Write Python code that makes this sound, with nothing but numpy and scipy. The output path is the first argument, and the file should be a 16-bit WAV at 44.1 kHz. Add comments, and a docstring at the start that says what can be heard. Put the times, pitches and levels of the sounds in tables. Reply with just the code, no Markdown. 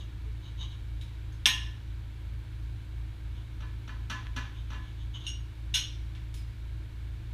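"""A steel knife and fork cut food on a glass plate, set on a glass table in a small living room.
The steel scrapes, ticks and clinks on the plate, and sawing strokes rock the plate against the table top.
The microphone hears the touches directly and as a brief ring of the room. Underneath lie faint room tone
and the low, throbbing hum of a machine somewhere in the house."""
import sys
import numpy as np
from scipy import signal
from scipy.fft import rfft, irfft
from scipy.io import wavfile

SR = 44100
rng = np.random.default_rng(int(sys.argv[2]) if len(sys.argv) > 2 else 0)


def to_wav(s):
    """Save 16-bit WAV."""
    ch = np.atleast_2d(s).T  # columns
    pcm = np.round(np.clip(ch, -1, 1) * 32767)  # PCM
    wavfile.write(sys.argv[1], SR, pcm.astype(np.int16))


N = 323253
TIME = np.arange(N) / SR
AGE = TIME[:24576]  # time axis of a single event, s

# spectrum of a fork tine's light touch: f/Hz, level/dB
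TINE_SPECTRUM = [(500, -24), (2200, 5), (3200, 2), (5200, -2), (7000, -8.5), (10300, -10), (11500, -17),
                 (15000, -21)]


def undb(db):
    """Decibels to gain."""
    return 10 ** (np.asarray(db) / 20)


def unit(x):
    """Scale to an energy of one."""
    return x / np.sqrt(np.sum(x ** 2))


def fade(t60):
    """Exponential decay that loses 60 dB in t60 seconds."""
    return np.exp(-np.log(1000) * AGE / t60)


def add(out, t, sound):
    """Mix a sound in at t seconds."""
    start = max(int(t * SR), 0)
    out[start:start + len(sound)] += sound[:len(out) - start]


def colour(spectrum, size, tilt=0):
    """Gain per bin of an outline (f/Hz, level/dB), tilted around 3 kHz in dB per octave."""
    octave = np.log2(np.maximum(np.fft.rfftfreq(size, 1 / SR), 1))
    hz, db = np.transpose(spectrum)
    return undb(np.interp(octave, np.log2(hz), db) + tilt * np.maximum(octave - np.log2(3000), -2))


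def click(spectrum, tilt=0):
    """One contact: the shortest causal pulse with the given spectrum."""
    cepstrum = irfft(np.log(colour(spectrum, len(AGE), tilt)))
    cepstrum[1:] *= 2  # fold to minimum phase
    cepstrum[len(AGE) // 2:] = 0
    return unit(irfft(np.exp(rfft(cepstrum))))


def ping(hz, width_hz):
    """One short-lived resonance of the steel."""
    return unit(np.exp(-np.pi * width_hz * AGE) * np.sin(2 * np.pi * hz * AGE))


def ring(modes, swells_per_s=55):
    """Decaying modes; their own reflections make each one swell and sag as it dies."""
    knots = np.arange(64) / swells_per_s
    out = 0
    for hz, db, t60 in zip(*modes):
        echoes = rng.standard_normal(len(knots)) + 1j * rng.standard_normal(len(knots))
        swell = np.interp(AGE, knots, 1 + echoes)
        tone = np.real(swell * np.exp(2j * np.pi * (hz * AGE + rng.random()))) * fade(t60)
        out = out + undb(db) * np.sqrt(t60) * unit(tone)
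    attack = np.minimum(AGE / .002, 1)
    return unit(out * attack)


def noise(spectrum, db):
    """Steady noise of a given spectrum and rms level."""
    shaped = irfft(rfft(rng.standard_normal(N)) * colour(spectrum, N), N)
    return undb(db) * np.sqrt(N) * unit(shaped)


def room(x, wet_db, early_db, split_hz=6000):
    """At the microphone: direct sound, reflections off table and walls, a tail whose treble dies first."""
    # spectrum of the straight path from plate to microphone: f/Hz, level/dB
    direct_path = [(1000, -16.5), (2400, -12), (3400, -0.5), (4500, -5), (6500, -6), (10000, -6),
                   (14000, -29)]
    grain, spray = rng.standard_normal((2, len(AGE)))
    low = signal.sosfilt(signal.butter(2, split_hz, fs=SR, output="sos"), grain)
    high = signal.sosfilt(signal.butter(2, split_hz, "high", fs=SR, output="sos"), grain)
    tail = low * fade(t60=.52) - high * fade(t60=.21)
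    early = spray * np.abs(spray) * fade(t60=.15)
    arrival = np.clip(AGE / .001 - .5, 0, 1)
    reflections = unit(arrival * (unit(tail) + undb(early_db) * unit(early)))
    response = click(direct_path) + undb(wet_db) * reflections
    return signal.fftconvolve(x, unit(response))[:len(x)]


def room_tone():
    """The steady low rumble and faint air of the living room."""
    # spectra of the rumble and the air: f/Hz, level/dB
    rumble_spectrum = [(12, -21), (25, -6), (40, -4), (56, 0.5), (72, -20), (100, -4), (120, -5.5),
                       (130, -22), (172, -14), (200, -23.5), (320, -21.5), (450, -49)]
    air_spectrum = [(210, -10), (350, 1.5), (385, -5), (552, -9.5), (844, -11), (913, -7), (1170, -11.5),
                    (1610, -6.5), (2040, -12.5), (2240, -6), (2500, -11.5), (3820, -11.5), (5150, -22),
                    (15000, -31)]
    lowpass = signal.butter(4, 600, fs=SR, output="sos")
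    rumble = signal.sosfilt(lowpass, noise(rumble_spectrum, db=-47.5))
    return rumble + noise(air_spectrum, db=-58.5)


def machine_hum(waver_db=-.35, throb_s=.225, delay_s_per_hz=1 / 3000):
    """Machine tones beat about three times a second; the house delays higher ones, easing the pulse."""
    # the machine's tones, one list each: f/Hz, rms level/dB
    tone_hz = [27.39, 46.77, 54.78, 57.72, 60.66, 82.17, 85.11, 98.31, 109.56, 112.5, 312.2]
    tone_db = [-73, -75, -48, -40, -84, -58, -47.5, -58, -67, -45, -64.5]
    knots = np.linspace(0, TIME[-1], num=30)
    out = 0
    for hz, db in zip(tone_hz, tone_db):
        waver = waver_db * np.interp(TIME, knots, rng.standard_normal(len(knots)))
        phase = 2 * np.pi * hz * (TIME - throb_s - hz * delay_s_per_hz)
        out = out + np.sqrt(2) * undb(db + waver) * np.cos(phase)
    return out


def knife_scrapes(slips_per_s=1600, squeak_db=-2):
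    """The serrated edge sticks and slips, ringing the blade; its squeak depends on where it touches."""
    # drags over the glass: t/s at the peak, length/s, level/dB, squeak f/Hz
    drags = [(.005, 0.033, -51, 3780), (.459, 0.09, -57.5, 3870), (.618, 0.063, -47.5, 3800),
             (.715, 0.031, -53, 3800), (3.37, .07, -62, 3400), (5.154, 0.028, -45.5, 3080),
             (5.209, .022, -50.5, 3530), (5.253, 0.039, -52, 3860)]
    # spectrum of the blade: f/Hz, level/dB
    blade_spectrum = [(500, -26), (1020, 4), (1400, -13), (2500, -11), (2950, 9), (3400, 4), (3900, 1.5),
                      (4400, -29), (5800, -11), (6550, -2), (7200, -26), (14000, -50)]
    sawing = [(4.58 + k * .143, .08, -61, 3480) for k in range(4)]  # light, even drags
    out, blade = np.zeros(N), click(blade_spectrum)
    middle = AGE[-1] / 2
    for t, length, db, hz in list(drags) + sawing:
        pressure = undb(db) * np.exp(-(2 * (AGE - min(t, middle)) / length) ** 2)
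        slips = (rng.random(len(AGE)) < slips_per_s / SR) * rng.standard_normal(len(AGE))
        body = unit(blade + undb(squeak_db) * ping(hz, width_hz=170))
        add(out, t - middle, signal.fftconvolve(pressure * slips / np.std(slips), body))
    return room(out, wet_db=7.5, early_db=3.5)


def blip(t=.277, half_length_s=.02, hz=432, db=-54):
    """One faint, short, low tone."""
    return undb(db) * np.exp(-((TIME - t) / half_length_s) ** 2) * np.sin(2 * np.pi * hz * TIME)


def fork_ticks(gap_s=.004, again_db=-3.5):
    """A tine snaps, pings and touches again, softer and brighter, too lightly to ring the plate."""
    # light touches: t/s, level/dB, tilt/(dB per octave), tine f/Hz, ping/dB relative to the snap
    ticks = [(1.013, -27.5, 1, 3800, 1.5), (1.324, -38, 2, 6450, -3), (6.151, -27.5, -5, 3430, -8),
             (6.342, -23.5, 4.5, 3790, -12), (6.376, -31, 5, 5100, 0)]
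    out = np.zeros(N)
    for t, db, tilt, hz, ping_db in ticks:
        add(out, t, undb(db) * (click(TINE_SPECTRUM, tilt) + undb(ping_db) * ping(hz, width_hz=180)))
        add(out, t + gap_s, undb(db + again_db) * click(TINE_SPECTRUM, tilt + 3))
    return room(out, wet_db=8.5, early_db=-2)


def clinks(first_gap_s=.0042, gap_power=1.72, tilt_per_loss_db=1.38):
    """Steel strikes glass and skips on in lighter, brighter touches; plate, fork and knife ring."""
    # hits on the plate: t/s, contact level/dB, tilt/(dB per octave), room/dB, loss per rebound/dB,
    # ring level/dB of plate, fork and knife
    hits = [(1.4573, 8.5, -3.5, 5.5, 8, 7.5, 2, -15), (5.2655, -21, -1.5, 13, 1.5, -33, -15, -4.5),
            (5.7405, -2.5, .5, 17, .8, -15.5, 3.5, -.5)]
    # spectrum of the contact: f/Hz, level/dB
    steel_on_glass = [(100, -19.5), (250, -19.5), (480, -35.5), (900, -17), (1500, -15.5), (2400, -6),
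                      (3300, 2.5), (3900, -2), (4500, -17), (5600, -3), (6500, -13), (7100, -22),
                      (8250, -16.5), (9100, -21.5), (10400, -17.5), (13500, -26.5), (15000, -36)]
    # modes of each object, in three rows: f/Hz, level/dB, t60/s
    plate = [
        [1023, 1741, 1843, 2165, 2399, 2612, 2799, 2911, 3041, 3259, 3387, 3563, 3869, 3993, 4719, 5372, 6052,
         6450, 6605, 8077, 8320, 10341],
        [-7, 1, -2, -8, 0, -3, 5, 1, 1, 0, 1, -2, -1, -6, -6, -9, -11, -11, -12, -14, -15, -21],
        [.5, .48, .52, .41, .33, .36, .38, .4, .38, .38, .34, .25, .28, .22, .25, .48, .28, .3, .38, .32, .35,
         .22],
    ]
    fork = [
        [1518, 2239, 2874, 2934, 3277, 3443, 3555, 3861, 4178, 5425, 5671, 5765, 6492, 6590, 8150, 10300],
        [-13, -17, 1, -4, -6, 0, -1, -7, -5, -9, -9, -9, -2, -8, -18, -19],
        [.33, .25, .3, .28, .3, .34, .24, .36, .33, .28, .3, .3, .28, .3, .2, .24],
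    ]
    knife = [
        [2820, 2875, 2997, 3733, 5400, 5682, 5770, 6548, 6630, 8540, 10365, 10665],
        [0, -3, -3, -6, -15, -10, -11, -7, -11, -17, -21, -22],
        [.32, .25, .3, .26, .28, .3, .28, .27, .24, .3, .25, .2],
    ]
    out = np.zeros(N)
    for t, db, tilt, wet_db, loss_db, plate_db, fork_db, knife_db in hits:
        touches = np.zeros(len(AGE))
        for k in range(4):
            brightening = tilt_per_loss_db * loss_db * min(k, 1)
            touch = undb(db - k * loss_db) * click(steel_on_glass, tilt + brightening)
            add(touches, first_gap_s * k ** gap_power, touch)
        add(out, t, room(touches, wet_db, early_db=2.5))
        for modes, ring_db in (plate, plate_db), (fork, fork_db), (knife, knife_db):
            add(out, t, undb(ring_db) * ring(modes))
    return out


def plate_knocks(firm_db=-7, drop_db=-8.5, table_db=1):
    """Sawing tips the plate against the table top; it drops back and the table rings low and dull."""
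    # knocks of the rocking plate: t/s, level/dB
    knocks = [(3.605, -20.5), (3.877, -17.5), (4.099, -7), (4.363, -8.5), (4.703, -17), (4.730, -19)]
    # spectrum of the contact: f/Hz, level/dB
    glass_on_glass = [(100, -8), (230, 12), (480, -7), (750, 2), (1600, 7.5), (2200, -1.5), (3200, 2.5),
                      (4400, -9), (5000, -15.5), (5900, -7), (8000, -25.5), (14500, -33)]
    # modes of the glass table, in three rows: f/Hz, level/dB, t60/s
    table = [
        [255, 945, 1017, 1162, 1301, 1515, 1716, 1950, 2433, 2800, 3115, 3866, 4482],
        [-10, -10, -3, -10, -8, -4, 1, -9, -6, -8, -7, -13, -16],
        [.6, .3, .48, .3, .28, .34, .45, .36, .32, .33, .22, .3, .35],
    ]
    thuds, rings = np.zeros((2, N))
    for t, db in knocks:
        softer_db = firm_db - db  # a softer knock is duller and settles later
        tilt = 2.5 - .2 * softer_db
        settles = t + .006 + .0008 * softer_db
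        add(thuds, t, undb(db) * click(glass_on_glass, tilt))
        add(thuds, settles, undb(db + drop_db) * click(glass_on_glass, tilt - 4))
        add(rings, settles, undb(db + table_db) * ring(table))
    return room(thuds, wet_db=17, early_db=-4) + rings


def close_click(t=4.269, db=-25, ping_db=4):
    """One dull click close to the microphone, with almost no room on it."""
    touch = click(TINE_SPECTRUM, tilt=-14) + undb(ping_db) * ping(hz=1750, width_hz=160)
    out = np.zeros(N)
    add(out, t, room(undb(db) * touch, wet_db=-14, early_db=-.5))
    return out


def scene():
    """Cutlery at the table over the background of the room, on one microphone."""
    background = room_tone() + machine_hum() + blip()
    cutlery = knife_scrapes() + fork_ticks() + clinks() + plate_knocks() + close_click()
    return (background + cutlery)[None]


def record(dry):
    """The camera cuts the treble steeply above 15.3 kHz."""
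    return signal.sosfilt(signal.ellip(10, .2, 80, 15300, fs=SR, output="sos"), dry)


dry = scene()
out = record(dry)
to_wav(out)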